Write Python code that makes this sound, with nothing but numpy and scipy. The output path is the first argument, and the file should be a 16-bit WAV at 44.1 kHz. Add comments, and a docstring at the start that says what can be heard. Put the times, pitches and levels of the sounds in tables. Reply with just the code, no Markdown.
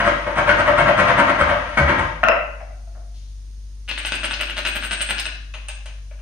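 """Grating nutmeg in a kitchen

A nutmeg is rasped to and fro on a small grater, about ten strokes a second, each a run of tiny snaps.
First the grater is pressed on a wooden board, which booms; it clatters as it is picked up.
Then it is rasped in the hand, where it rings freely, and tapped clean over a bowl.
Hard kitchen walls echo the work, and an appliance hums."""
import sys
import numpy as np
from scipy import signal
from scipy.fft import rfft, irfft, next_fast_len
from scipy.io import wavfile
from scipy.ndimage import uniform_filter1d

SR = 44100
rng = np.random.default_rng(int(sys.argv[2]) if len(sys.argv) > 2 else 0)


def store_pcm(level_fs):
    """Save levels as 16-bit WAV."""
    pcm = np.round(np.clip(level_fs, -1, 1) * 32767).astype(np.int16)
    wavfile.write(sys.argv[1], SR, np.atleast_2d(pcm).T)


N = 273949

# tone of the grater on the board and in the hand: (frequency [Hz], level [dB])
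BOARD_COLOUR = [(28, -26), (45, 2), (70, -1), (140, 3.5), (200, 1.5), (360, -1), (430, -16), (560, 1.5),
                (780, -6), (1050, 3.5), (1800, -4), (2800, -7.5), (4000, -19), (6500, -33), (10000, -27.5),
                (11500, -63), (13000, -88)]
HAND_COLOUR = [(90, -12), (180, -13.5), (280, -3.5), (430, -14.5), (620, -10), (1100, -6.5), (1500, 2.5),
               (2100, -1), (2800, -4.5), (4000, -4.5), (5600, -18), (6600, -15), (9800, -13), (12000, -74)]
# the resonances of each: (frequency [Hz], width [Hz], height above the colour [dB])
BOARD_MODES = [(499, 10, 13), (583.7, 24, 13.2), (607, 26, 10), (688, 29, 12.5), (904, 47, 11.3),
               (1033, 23, 5.7), (1140, 11, 1), (1282, 52, 6.6), (1364, 32, 9), (1566, 150, 8.9),
               (1897, 96, 10.6), (2200, 140, 7.3), (3155, 35, 6.2)]
HAND_MODES = [(613, 90, 7.4), (1545, 130, 2.3), (2592, 46, 11.4), (2760, 430, 10.4), (2830, 18, 14.7),
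              (2910, 44, 8), (3150, 85, 7.4), (3690, 22, 4), (4100, 280, 1.8), (5140, 170, 6.8)]
# the grater's high ring and topmost sparkle: (frequency [Hz], width [Hz], level [dB])
RING_MODES = [(8482, 32, 0), (8690, 260, -11), (9620, 220, -20)]
SPARKLE_MODES = [(13775, 42, 0), (14420, 120, -14)]


def board_strokes(boom_hz=600, pressure_shift=.013):
    """Rasping on the board: the hand's pressure retunes the booming wood from stroke to stroke."""
    # (start [s], rise [s], level [dB], boom [dB], brightness [dB/octave])
    strokes = [ (0.0, 0.00073, -16, -4.5, 0.7), (.045, 0.03, -16, -3.5, 0.5),
               (.26, 0.012, -22.5, 2.5, -1.5), (.352, 0.036, -14.5, -1.5, -0.4), (.458, 0.043, -13, 1, 1),
               (.562, 0.04, -15.5, -3.5, 0.4), (.658, 0.021, -14, -0.5, -0.5), (.765, 0.029, -12, 2.5, 0.5),
               (.852, 0.038, -14, 2, 0.5), (.968, 0.027, -12, -5.5, 0), (1.062, .036, -13, -1.5, 0.5),
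               (1.166, 0.037, -11, -0.5, -0.5), (1.26, .04, -14.5, 2, 0.5), (1.378, 0.033, -14.5, 1, 0.2),
               (1.475, .023, -15.5, 2, -0.1), (1.765, .018, -16, 5, -0.7), (1.87, 0.028, -14.5, -3, -0.5),
               (1.976, 0.015, -18.5, -7.5, -1.5)]
    # pull, then push: (length [s], ring against the stroke [dB])
    turns = [(.057, -36), (.052, -27.5)]
    out, ringing = np.zeros(N), ring(RING_MODES, damping_hz=464)
    for k, (s, rise, db, boom_db, bright_db) in enumerate(strokes):
        length, ring_db = turns[k % 2]
        push = swing(rise, length, swell=.62, fade=1.19)
        lumpy_push = catching(push, depth_db=2, grip_s=.011)
        force = scrape(lumpy_push, teeth_per_s=900, spread_db=1.5, powder_db=-6.5)
        shift = 1 + pressure_shift * rng.uniform(-.9, 1)
        pressed = body(BOARD_COLOUR, [(hz * shift, width, peak) for hz, width, peak in BOARD_MODES])
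        booming = lift(pressed, boom_db, boom_hz, octaves=.19)
        rasp = bite(force, booming, bright_db) + amp(ring_db) * bite(force, ringing, 0)
        add(out, s, amp(db) * np.linalg.norm(push) * rasp)
    return out


def hand_strokes(hurry_per_s=.3, touch_shift=.025, touch_db=4, plate_hz=2760):
    """Rasping in the hand: each stroke meets another spot of the plate, bending and favouring modes."""
    # (start [s], rise [s], level [dB], brightness [dB/octave], lift of the main resonance [dB])
    strokes = [ (3.874, 0.033, -27, -0.1, 4), (3.975, 0.013, -33, -0.5, -1), (4.045, 0.0071, -29, 2.5, 0),
               (4.117, 0.023, -26.5, -1.5, 5.5), (4.232, 0.016, -25.5, -0.7, 6),
               (4.298, 0.02, -30, -2.5, 5), (4.391, 0.021, -24, -1.5, 0), (4.47, .025, -29.5, -2, 4),
               (4.565, 0.012, -25, -1, -3), (4.644, 0.012, -22, -0.2, 1), (4.742, 0.02, -27, -2.5, -3),
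               (4.818, .018, -27.5, -1.5, -2), (4.906, 0.0082, -23.5, -1.5, -1),
               (4.992, 0.025, -25, 0.7, -4), (5.089, 0.0077, -22.5, -1.9, -4.5), (5.172, 0.017, -28, 2, -2),
               (5.253, 0.011, -29.5, -1.7, 7)]
    # pull, then push, before hurry shortens them: (length [s])
    turns = [.05, .06]
    out = np.zeros(N)
    for k, (s, rise, db, bright_db, plate_db) in enumerate(strokes):
        length = turns[k % 2] * np.exp(-hurry_per_s * (s - strokes[0][0]))
        push = swing(rise, length, swell=.56, fade=2.1)
        lumpy_push = catching(push, depth_db=3, grip_s=.008)
        force = scrape(lumpy_push, teeth_per_s=300, spread_db=2.6, powder_db=-13)
        shift = 1 + touch_shift * rng.uniform(-1.08, 1)
        modes = [(hz * shift, width, peak + touch_db * rng.uniform(-.8, 1))
                 for hz, width, peak in HAND_MODES]
        plate = lift(body(HAND_COLOUR, modes), plate_db, plate_hz, octaves=.18)
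        add(out, s, amp(db) * np.linalg.norm(push) * bite(force, plate, bright_db))
    return out


def swing(rise, length, swell, fade):
    """The push of one stroke swells, then fades; swell and fade set the two curves."""
    t = np.arange(SR // 3) / SR
    attack = np.minimum(t / max(rise, .001), 1) ** swell
    return attack * np.exp(-(np.maximum(t - rise, 0) / max(length - rise, .004)) ** fade)


def catching(push, depth_db, grip_s):
    """The nut grips and slips at random, so a push comes in lumps."""
    t = np.arange(len(push)) / SR
    grip = np.interp(t / grip_s, np.arange(64), rng.uniform(-1, 1, 64))
    return push * amp(depth_db * grip)


def scrape(push, teeth_per_s, spread_db, powder_db, jitter=.35):
    """Force of the teeth chipping the nut: a loosely even run of uneven snaps over a fine hiss."""
    hiss = unit(rng.standard_normal(len(push)))
    gap, size, sign = rng.random((len(push) // 8, 3)).T
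    teeth_passed = np.cumsum(teeth_per_s / SR * (.5 + .5 * push))  # a faster nut passes more teeth
    onsets = np.searchsorted(teeth_passed, np.cumsum(1 + 2 * jitter * (2 * gap - 1)))
    heights = amp(spread_db * np.minimum(-np.log(1 - size), 3)) * np.sign(sign - .5)
    snaps = np.bincount(onsets, heights, len(push))[:len(push)]
    return unit(push * (unit(snaps) + amp(powder_db) * hiss))


def bite(force, response, bright_db):
    """The force shakes a body; a sharper bite tilts it to the treble by bright_db an octave."""
    tilted = shape(force, lambda f: amp(bright_db * np.log2(np.clip(f, 400, 5500))))
    return unit(signal.fftconvolve(tilted, response)[:len(force) + SR // 5])


def drag(board, until_s=2.24, release_s=.23, db=-35.5):
    """The nut stays on the teeth between strokes, too lightly to wake much of the board's boom."""
    t = np.arange(round(until_s * SR)) / SR
    push = np.clip((until_s - t) / release_s, 0, 1)
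    force = scrape(push, teeth_per_s=960, spread_db=-.5, powder_db=-2.5)
    rasp = bite(force, lift(board, db=-8.5, hz=600, octaves=.19), bright_db=3)
    out = np.zeros(N)
    add(out, 0, amp(db) * np.linalg.norm(push) * rasp)
    return out


def bumps():
    """The pressed grater bumps the board in mid-stroke with a hollow knock."""
    # (time [s], energy [dB])
    hits = [(.073, 9), (.598, 3.5), (.674, 13), (.89, 15), (1.097, 6), (1.503, 10.5), (1.812, 7.5)]
    # tone of a bump: (frequency [Hz], level [dB])
    colour = [(40, -18), (200, -14), (430, -18.5), (560, 0), (700, 1), (950, -9), (3000, -30.5),
              (8000, -54), (13000, -75.5)]
    # its hollow resonance: (frequency [Hz], width [Hz], height above the colour [dB])
    modes = [(585.3, 35, 27)]
    out, hollow = np.zeros(N), body(colour, modes)
    for s, db in hits:
        add(out, s, amp(db) * blow(hollow, corner_hz=2400, chatter_s=.012))
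    return out


def crunches(board):
    """The nut digs in and a chip breaks off with a pitched crunch."""
    # (time [s], energy [dB], chatter [s], pitch [Hz])
    chips = [(.492, 17, 0.015, 1460), (.985, 9, .012, 1226), (1.193, 6, .006, 1500),
             (1.411, 10, .005, 1440), (1.773, 14.5, 0.019, 1556)]
    # a crunch favours the board's upper resonances: (frequency [Hz], gain [dB])
    emphasis = [(700, -9.5), (1100, -4.5), (2000, 12.5), (3300, -3.5), (6000, -10)]
    out, bright_board = np.zeros(N), equalise(board, emphasis)
    for s, db, chatter_s, hz in chips:
        pitched = lift(bright_board, db=18, hz=hz, octaves=.13)
        add(out, s, amp(db) * blow(pitched, corner_hz=9000, chatter_s=chatter_s))
    return out


def crumbs():
    """Crumbs snap off with tiny bright ticks."""
    # (time [s], energy [dB])
    ticks = [(.287, -30), (.682, -29.5), (.99, -34)]
    out, tick = np.zeros(N), body([(1500, -23), (5000, .5), (10000, -10), (15000, -8)], [])
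    for s, db in ticks:
        add(out, s, amp(db) * tick)
    return out


def zings():
    """A tooth sets the held grater's ring and sparkle singing within a stroke."""
    # (time [s], drive [s], energy [dB], sparkle against the ring [dB])
    catches = [(3.887, .004, -14, -1), (3.975, 0.018, -6, -11), (4.051, 0.031, -1.5, -8),
               (4.143, 0.016, -5.5, -8), (4.235, .002, -10, -8), (4.244, .014, -2.5, -11),
               (4.31, 0.017, -11, -9), (4.407, .008, -5.5, 0), (4.495, 0.011, -16, 0),
               (4.57, 0.028, -10.5, -1), (4.662, 0.037, -2, -4), (4.748, 0.026, -4.5, 3),
               (4.83, 0.045, -2, -6), (4.91, 0.033, 3, -16), (5.011, .016, 6, -14), (5.092, 0.023, 0.5, -6),
               (5.194, .01, -3, -3), (5.254, 0.016, -8, -9)]
    out = np.zeros(N)
    for s, drive_s, db, sparkle_db in catches:
        ringing = zing(RING_MODES, drive_s, damping_hz=30, grit=.4)
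        sparkle = zing(SPARKLE_MODES, drive_s, damping_hz=60, grit=.54)
        add(out, s, amp(db) * (ringing + amp(sparkle_db) * sparkle))
    return out


def zing(modes, drive_s, damping_hz, grit, rise_s=.0043):
    """Teeth pump the high modes for a moment; then the nut pressing on the plate mutes them."""
    t = np.arange(SR // 6) / SR
    drive = np.minimum(t / rise_s, 1) * np.exp(-(t / drive_s) ** 4)
    friction = unit(drive * rng.standard_normal(len(t)))
    pumping = unit(drive * np.sin(2 * np.pi * modes[0][0] * t))
    singing = unit(signal.fftconvolve(pumping, ring(modes, damping_hz)))
    scratch = unit(signal.fftconvolve(friction, ring(modes, damping_hz=220)))
    return unit(singing + grit * scratch)


def skids(grater):
    """The nut skids over the tooth tips with a bright scrape."""
    # (time [s], energy [dB])
    slips = [(4.328, -1), (5.178, -0.5)]
    out, tips = np.zeros(N), lift(grater, db=17.5, hz=4550, octaves=.33)
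    push = swing(rise=.014, length=.027, swell=.8, fade=2.9)
    for s, db in slips:
        force = scrape(push, teeth_per_s=700, spread_db=4, powder_db=-13)
        add(out, s, amp(db) * bite(force, tips, 0))
    return out


def snags(grater):
    """A tooth snags on the nut and lets go with a click."""
    # (time [s], energy [dB])
    clicks = [(3.8945, -13), (3.913, -1), (3.978, -1), (4.0498, 0.5), (4.0695, -6), (4.1211, 3),
              (4.2328, -2.5), (4.246, -0.5), (4.31, 0.5), (4.408, -9), (4.433, -1.5), (4.569, -4.5),
              (4.653, -2), (4.664, -2), (4.7653, -1), (4.91, -2.5), (5.0895, -2), (5.108, -3),
              (5.2551, -1.5)]
    out = np.zeros(N)
    for s, db in clicks:
        add(out, s, amp(db) * blow(grater, corner_hz=8000, chatter_s=.0015))
    return out


def clatter(wood_hz=1450, halving_db=8.5):
    """The grater is tipped up, clacks down and rocks on the board until it is lifted."""
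    # (time [s], energy [dB], treble corner [Hz], woody body [dB])
    knocks = [(2.232, 11.5, 3030, 2), (2.2375, 15, 4450, 7.5), (2.248, 10, 2200, 7), (2.256, 4.5, 2580, 6),
              (2.2856, 16.5, 3640, -4), (2.2955, 15, 898, -0.5), (2.318, 3.5, 2030, 1),
              (2.383, -3, 700, -5), (2.604, -7, 1100, -9), (2.7, -17, 600, 3), (2.872, -20, 400, -4.5),
              (2.95, -19.5, 330, 5), (2.972, -18, 330, -8.5)]
    # tone of the loose grater against the board: (frequency [Hz], level [dB])
    colour = [(100, -25), (250, -19), (440, -19), (600, -0.5), (950, -5.5), (1450, -5.5), (1950, -1),
              (2800, -5.5), (3500, -24), (6500, -35.5), (11000, -50)]
    # its resonances: (frequency [Hz], width [Hz], height above the colour [dB])
    modes = [(614, 38, 9.2), (677, 42, 10.6), (730, 22, 1.4), (1140, 20.5, 1.32), (1298, 21, 11),
             (1393, 38, 12), (1536, 28, 11.5), (2670, 40, 5.9), (3920, 150, 13)]
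    out, clack = np.zeros(N), body(colour, modes)
    for s, db, corner_hz, wood_db in knocks:
        struck = lift(clack, wood_db, WOOD_HZ := wood_hz, octaves=.31)
        chatter_s = min(.0069 / 2 ** (db / halving_db), .017)  # harder knocks are shorter
        add(out, s, amp(db) * blow(struck, corner_hz, chatter_s))
    return out


def taps(grater, click_db=-10, sparkle_db=-14):
    """Taps shake off the powder while the grater chatters against the fingers."""
    # (time [s], energy [dB], treble corner [Hz])
    hits = [(5.538, -5.5, 4050), (5.685, -4.5, 9200), (5.858, -10.5, 7250), (6.111, -19, 1390),
            (6.19, -25, 1970)]
    # a fingertip bends the whole plate, so its low modes speak more: (frequency [Hz], gain [dB])
    fingertip = [(300, -9.5), (600, 4), (1000, 4), (1500, -8.5), (2600, -3.5), (4500, -6), (6500, 8)]
    out, tapped = np.zeros(N), equalise(grater, fingertip)
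    ringing = ring(RING_MODES) + amp(sparkle_db) * ring(SPARKLE_MODES)
    for s, db, corner_hz in hits:
        ring_db = 26 * np.log2(corner_hz / 9200)  # only a sharp tap reaches the high modes
        add(out, s, amp(db) * blow(tapped, corner_hz, chatter_s=.025))
        add(out, s, amp(db + click_db) * blow(grater, corner_hz, chatter_s=.0032))
        add(out, s, amp(db + ring_db) * ringing)
    return out


def worktop(swell_s=.027):
    """The hands lean on the board and the worktop answers with soft, low thuds."""
    # (time [s], energy [dB], pitch [Hz])
    thuds = [(0.801, 4.5, 146), (1.412, 4, 73.3), (1.787, 7.5, 139.3), (1.813, 11.5, 71.5),
             (1.989, 1, 73.9)]
    out, t = np.zeros(N), np.arange(SR // 3) / SR
    for s, db, hz in thuds:
        add(out, s, amp(db) * unit(t * np.exp(-t / swell_s) * np.sin(2 * np.pi * hz * t)))
    return out


def clinks():
    """Something metal, jolted as the grater lands, rings thin and clear."""
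    # (time [s], energy [dB])
    jolts = [(2.284, -17), (2.615, -39)]
    # a close, beating pair: (frequency [Hz], level [dB], t60 [s])
    modes = [(5208, 0, .42), (5262, -6, .2)]
    out, t = np.zeros(N), np.arange(SR // 2) / SR
    clink = unit(sum(amp(db) * unit(np.sin(2 * np.pi * hz * t) * amp(-60 * t / t60))
                     for hz, db, t60 in modes))
    for s, db in jolts:
        add(out, s, amp(db) * clink)
    return out


def brush(start_s=3.143, db=-57, fall_s=.14):
    """A finger brushes faintly over the lifted grater."""
    out, t = np.zeros(N), np.arange(SR // 2) / SR
    hiss = equalise(rng.standard_normal(len(t)), [(1200, -23), (3500, -1), (6000, -7.5), (13000, -17)])
    add(out, start_s, amp(db) * hiss / hiss.std() * np.exp(-t / fall_s))
    return out


def kitchen(x, wet_db, gap_s, lag_s, echoes_per_s=4000):
    """Direct sound, a little later on the left, and a dense tail from the hard cupboards."""
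    # reverb time: (frequency [Hz], t60 [s])
    decay = [(100, 1), (300, 0.51), (700, 0.6), (1500, 0.63), (3000, 0.58), (6000, 0.62), (8400, 0.35),
             (15000, 0.23)]
    t = np.arange(SR * 3 // 4) / SR
    echoes = rng.choice([-1, 1], (2, len(t))) * (rng.random((2, len(t))) < echoes_per_s / SR)
    hz, age, bands = signal.stft(echoes * (t > gap_s), SR, nperseg=256)
    fading = bands * amp(-60 * age / read(decay, hz)[:, None])
    spectrum = rfft(signal.istft(fading, SR, nperseg=256)[1][:, :len(t)])
    # even out the echoes' energy across the bands
    even = spectrum / np.sqrt(uniform_filter1d(abs(spectrum) ** 2, size=45, axis=1))
    tail = diffuse(unit(irfft(even)[:, :SR * 2 // 3]))
    # the top treble is beamed at the microphone and feeds the room less
    tail = equalise(tail, [(6500, -1), (8500, -8)])
    wet = signal.fftconvolve(x[None], tail, axes=1)[:, :N]
    direct = np.array([shape(x, lambda f: np.exp(-2j * np.pi * f * lag_s)), x])
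    return (direct + amp(wet_db) * wet) / np.sqrt(1 + amp(wet_db) ** 2)


def room_tone(waver=.059, pan_db=1.07):
    """A slowly wavering appliance hum, slightly to the left, over faint room noise."""
    # (frequency [Hz], noise density [dB re 1/Hz])
    floor = [(28, -100), (60, -67.5), (100, -82), (150, -92), (220, -89.5), (400, -100), (800, -105),
             (2500, -104), (4000, -101), (6500, -98), (8500, -102), (11000, -107), (14500, -114)]
    # the hum's partials: (frequency [Hz], rms level [dB])
    partials = [(49.3, -38), (98.6, -60), (146, -70.5)]
    t = np.arange(N) / SR
    air = np.sqrt(SR / 2) * diffuse(equalise(rng.standard_normal((2, N)), floor))
    drift = sum(np.sin(2 * np.pi * (hz * t + rng.random())) for hz in np.geomspace(.2, 1.5, 4)) / 2
    hum = sum(amp(db) * np.sqrt(2) * np.sin(2 * np.pi * (hz * t + rng.random())) for hz, db in partials)
    return air + hum * (1 + waver * drift) * amp([[pan_db], [-pan_db]])


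def diffuse(two):
    """Makes two unrelated signals alike in the bass, as two close ports hear a diffuse field."""
    # (frequency [Hz], left-right likeness [0..1])
    likeness = [(100, 0.98), (350, 0.82), (650, 0.58), (900, 0.18), (2000, 0), (8000, 0.16)]
    common = shape(two[0], lambda f: read(likeness, f))
    apart = shape(two[1], lambda f: np.sqrt(1 - read(likeness, f) ** 2))
    return np.array([two[0], common + apart])


def body(colour, modes):
    """Impulse response of a body: a broad colour with resonances standing on it."""
    f = np.fft.rfftfreq(32768, 1 / SR)
    peaks = sum((amp(db) ** 2 - 1) / (1 + (2 * (f - hz) / width) ** 2) for hz, width, db in modes)
    cepstrum = irfft(np.log(amp(read(colour, f)) * np.sqrt(np.maximum(1 + peaks, .1))))
    cepstrum[1:len(f) - 1] *= 2  # fold to minimum phase: nothing sounds before the strike
    cepstrum[len(f):] = 0
    return unit(irfft(np.exp(rfft(cepstrum)))[:SR // 4])


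def ring(modes, damping_hz=0):
    """The grater's high modes die away; contact with board or nut widens and shortens them."""
    t = np.arange(SR // 3) / SR
    tones = sum(amp(db) * unit(np.exp(-np.pi * (width + damping_hz) * t) * np.sin(2 * np.pi * hz * t))
                for hz, width, db in modes)
    lowpass = signal.butter(8, modes[-1][0] + 700, fs=SR, output="sos")
    return unit(signal.sosfilt(lowpass, tones))


def blow(response, corner_hz, chatter_s):
    """One blow chatters briefly on a body; a softer contact has a lower corner and sounds duller."""
    t = np.arange(SR // 12) / SR
    chatter = unit(rng.standard_normal(len(t)) * np.exp(-t / chatter_s))
    chatter[0] += np.exp(-chatter_s / .0016)  # only a short blow has a clean first strike
    contact = signal.fftconvolve(t * np.exp(-2 * np.pi * corner_hz * t), chatter)
    return unit(signal.fftconvolve(contact, response))


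def lift(response, db, hz, octaves):
    """Bell-shaped boost or cut around one pitch."""
    return shape(response, lambda f: amp(db * np.exp(-(np.log2((f + 1) / hz) / octaves) ** 2)))


def equalise(x, curve):
    """Filters by a curve of (frequency [Hz], gain [dB])."""
    return shape(x, lambda f: amp(read(curve, f)))


def shape(x, gain):
    """Filters by a gain given as a function of frequency."""
    size = next_fast_len(x.shape[-1] + 4096)
    return irfft(rfft(x, size) * gain(np.fft.rfftfreq(size, 1 / SR)), size)[..., :x.shape[-1]]


def read(points, hz):
    """Reads a table on a log-frequency axis."""
    f, value = np.transpose(points)
    return np.interp(np.log(hz + 1), np.log(f + 1), value)


def amp(db):
    """Decibels to gain."""
    return 10 ** (np.asarray(db) / 20)


def unit(x):
    """Scales to an energy of one."""
    return x / np.sqrt(np.sum(x ** 2, axis=-1, keepdims=True) + 1e-30)


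def add(mix, s, sound):
    """Lays a sound into the mix at s seconds."""
    part = mix[round(s * SR):][:len(sound)]
    part += sound[:len(part)]


def scene():
    """The work in the room; on the left, the board's sound lags a little more than the held grater's."""
    # the two microphone ports hear it differently: (frequency [Hz], left minus right [dB])
    sides = [(60, 1), (150, 0.5), (450, 2.5), (800, 3.5), (2000, 4.5), (4200, 5.5), (6700, 13.5),
             (8400, -6.5), (10500, -10), (13500, 7.5)]
    board, grater = body(BOARD_COLOUR, BOARD_MODES), body(HAND_COLOUR, HAND_MODES)
    on_board = board_strokes() + drag(board) + bumps() + crunches(board) + crumbs()
    work = kitchen(on_board, wet_db=3.5, gap_s=.004746, lag_s=.00009)
    work += kitchen(clatter(), wet_db=2.3, gap_s=.0049, lag_s=.00009)
    in_hand = hand_strokes() + zings() + skids(grater) + snags(grater) + taps(grater) + brush()
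    work += kitchen(in_hand, wet_db=2.5, gap_s=.0012, lag_s=.00004)
    work += worktop() + clinks()
    left = shape(work[0], lambda f: amp(read(sides, f) / 2))
    right = shape(work[1], lambda f: amp(-read(sides, f) / 2))
    return np.array([left, right]) + room_tone()


def record(dry, edge_hz=15800):
    """The microphone ports notch the treble, the loudest peaks clip and the very top is cut off."""
    # response of both ports: (frequency [Hz], gain [dB])
    ports = [(6700, 4), (7200, -6), (7600, -17), (8000, -9.5), (8400, 4.5), (14300, -6.5), (15500, -12)]
    clipped = np.clip(equalise(dry, ports), -1, 1)
    lowpass = signal.firwin(511, edge_hz, window=("kaiser", 9), fs=SR)
    return signal.oaconvolve(clipped, lowpass[None], "same")


dry = scene()
out = record(dry)
store_pcm(out)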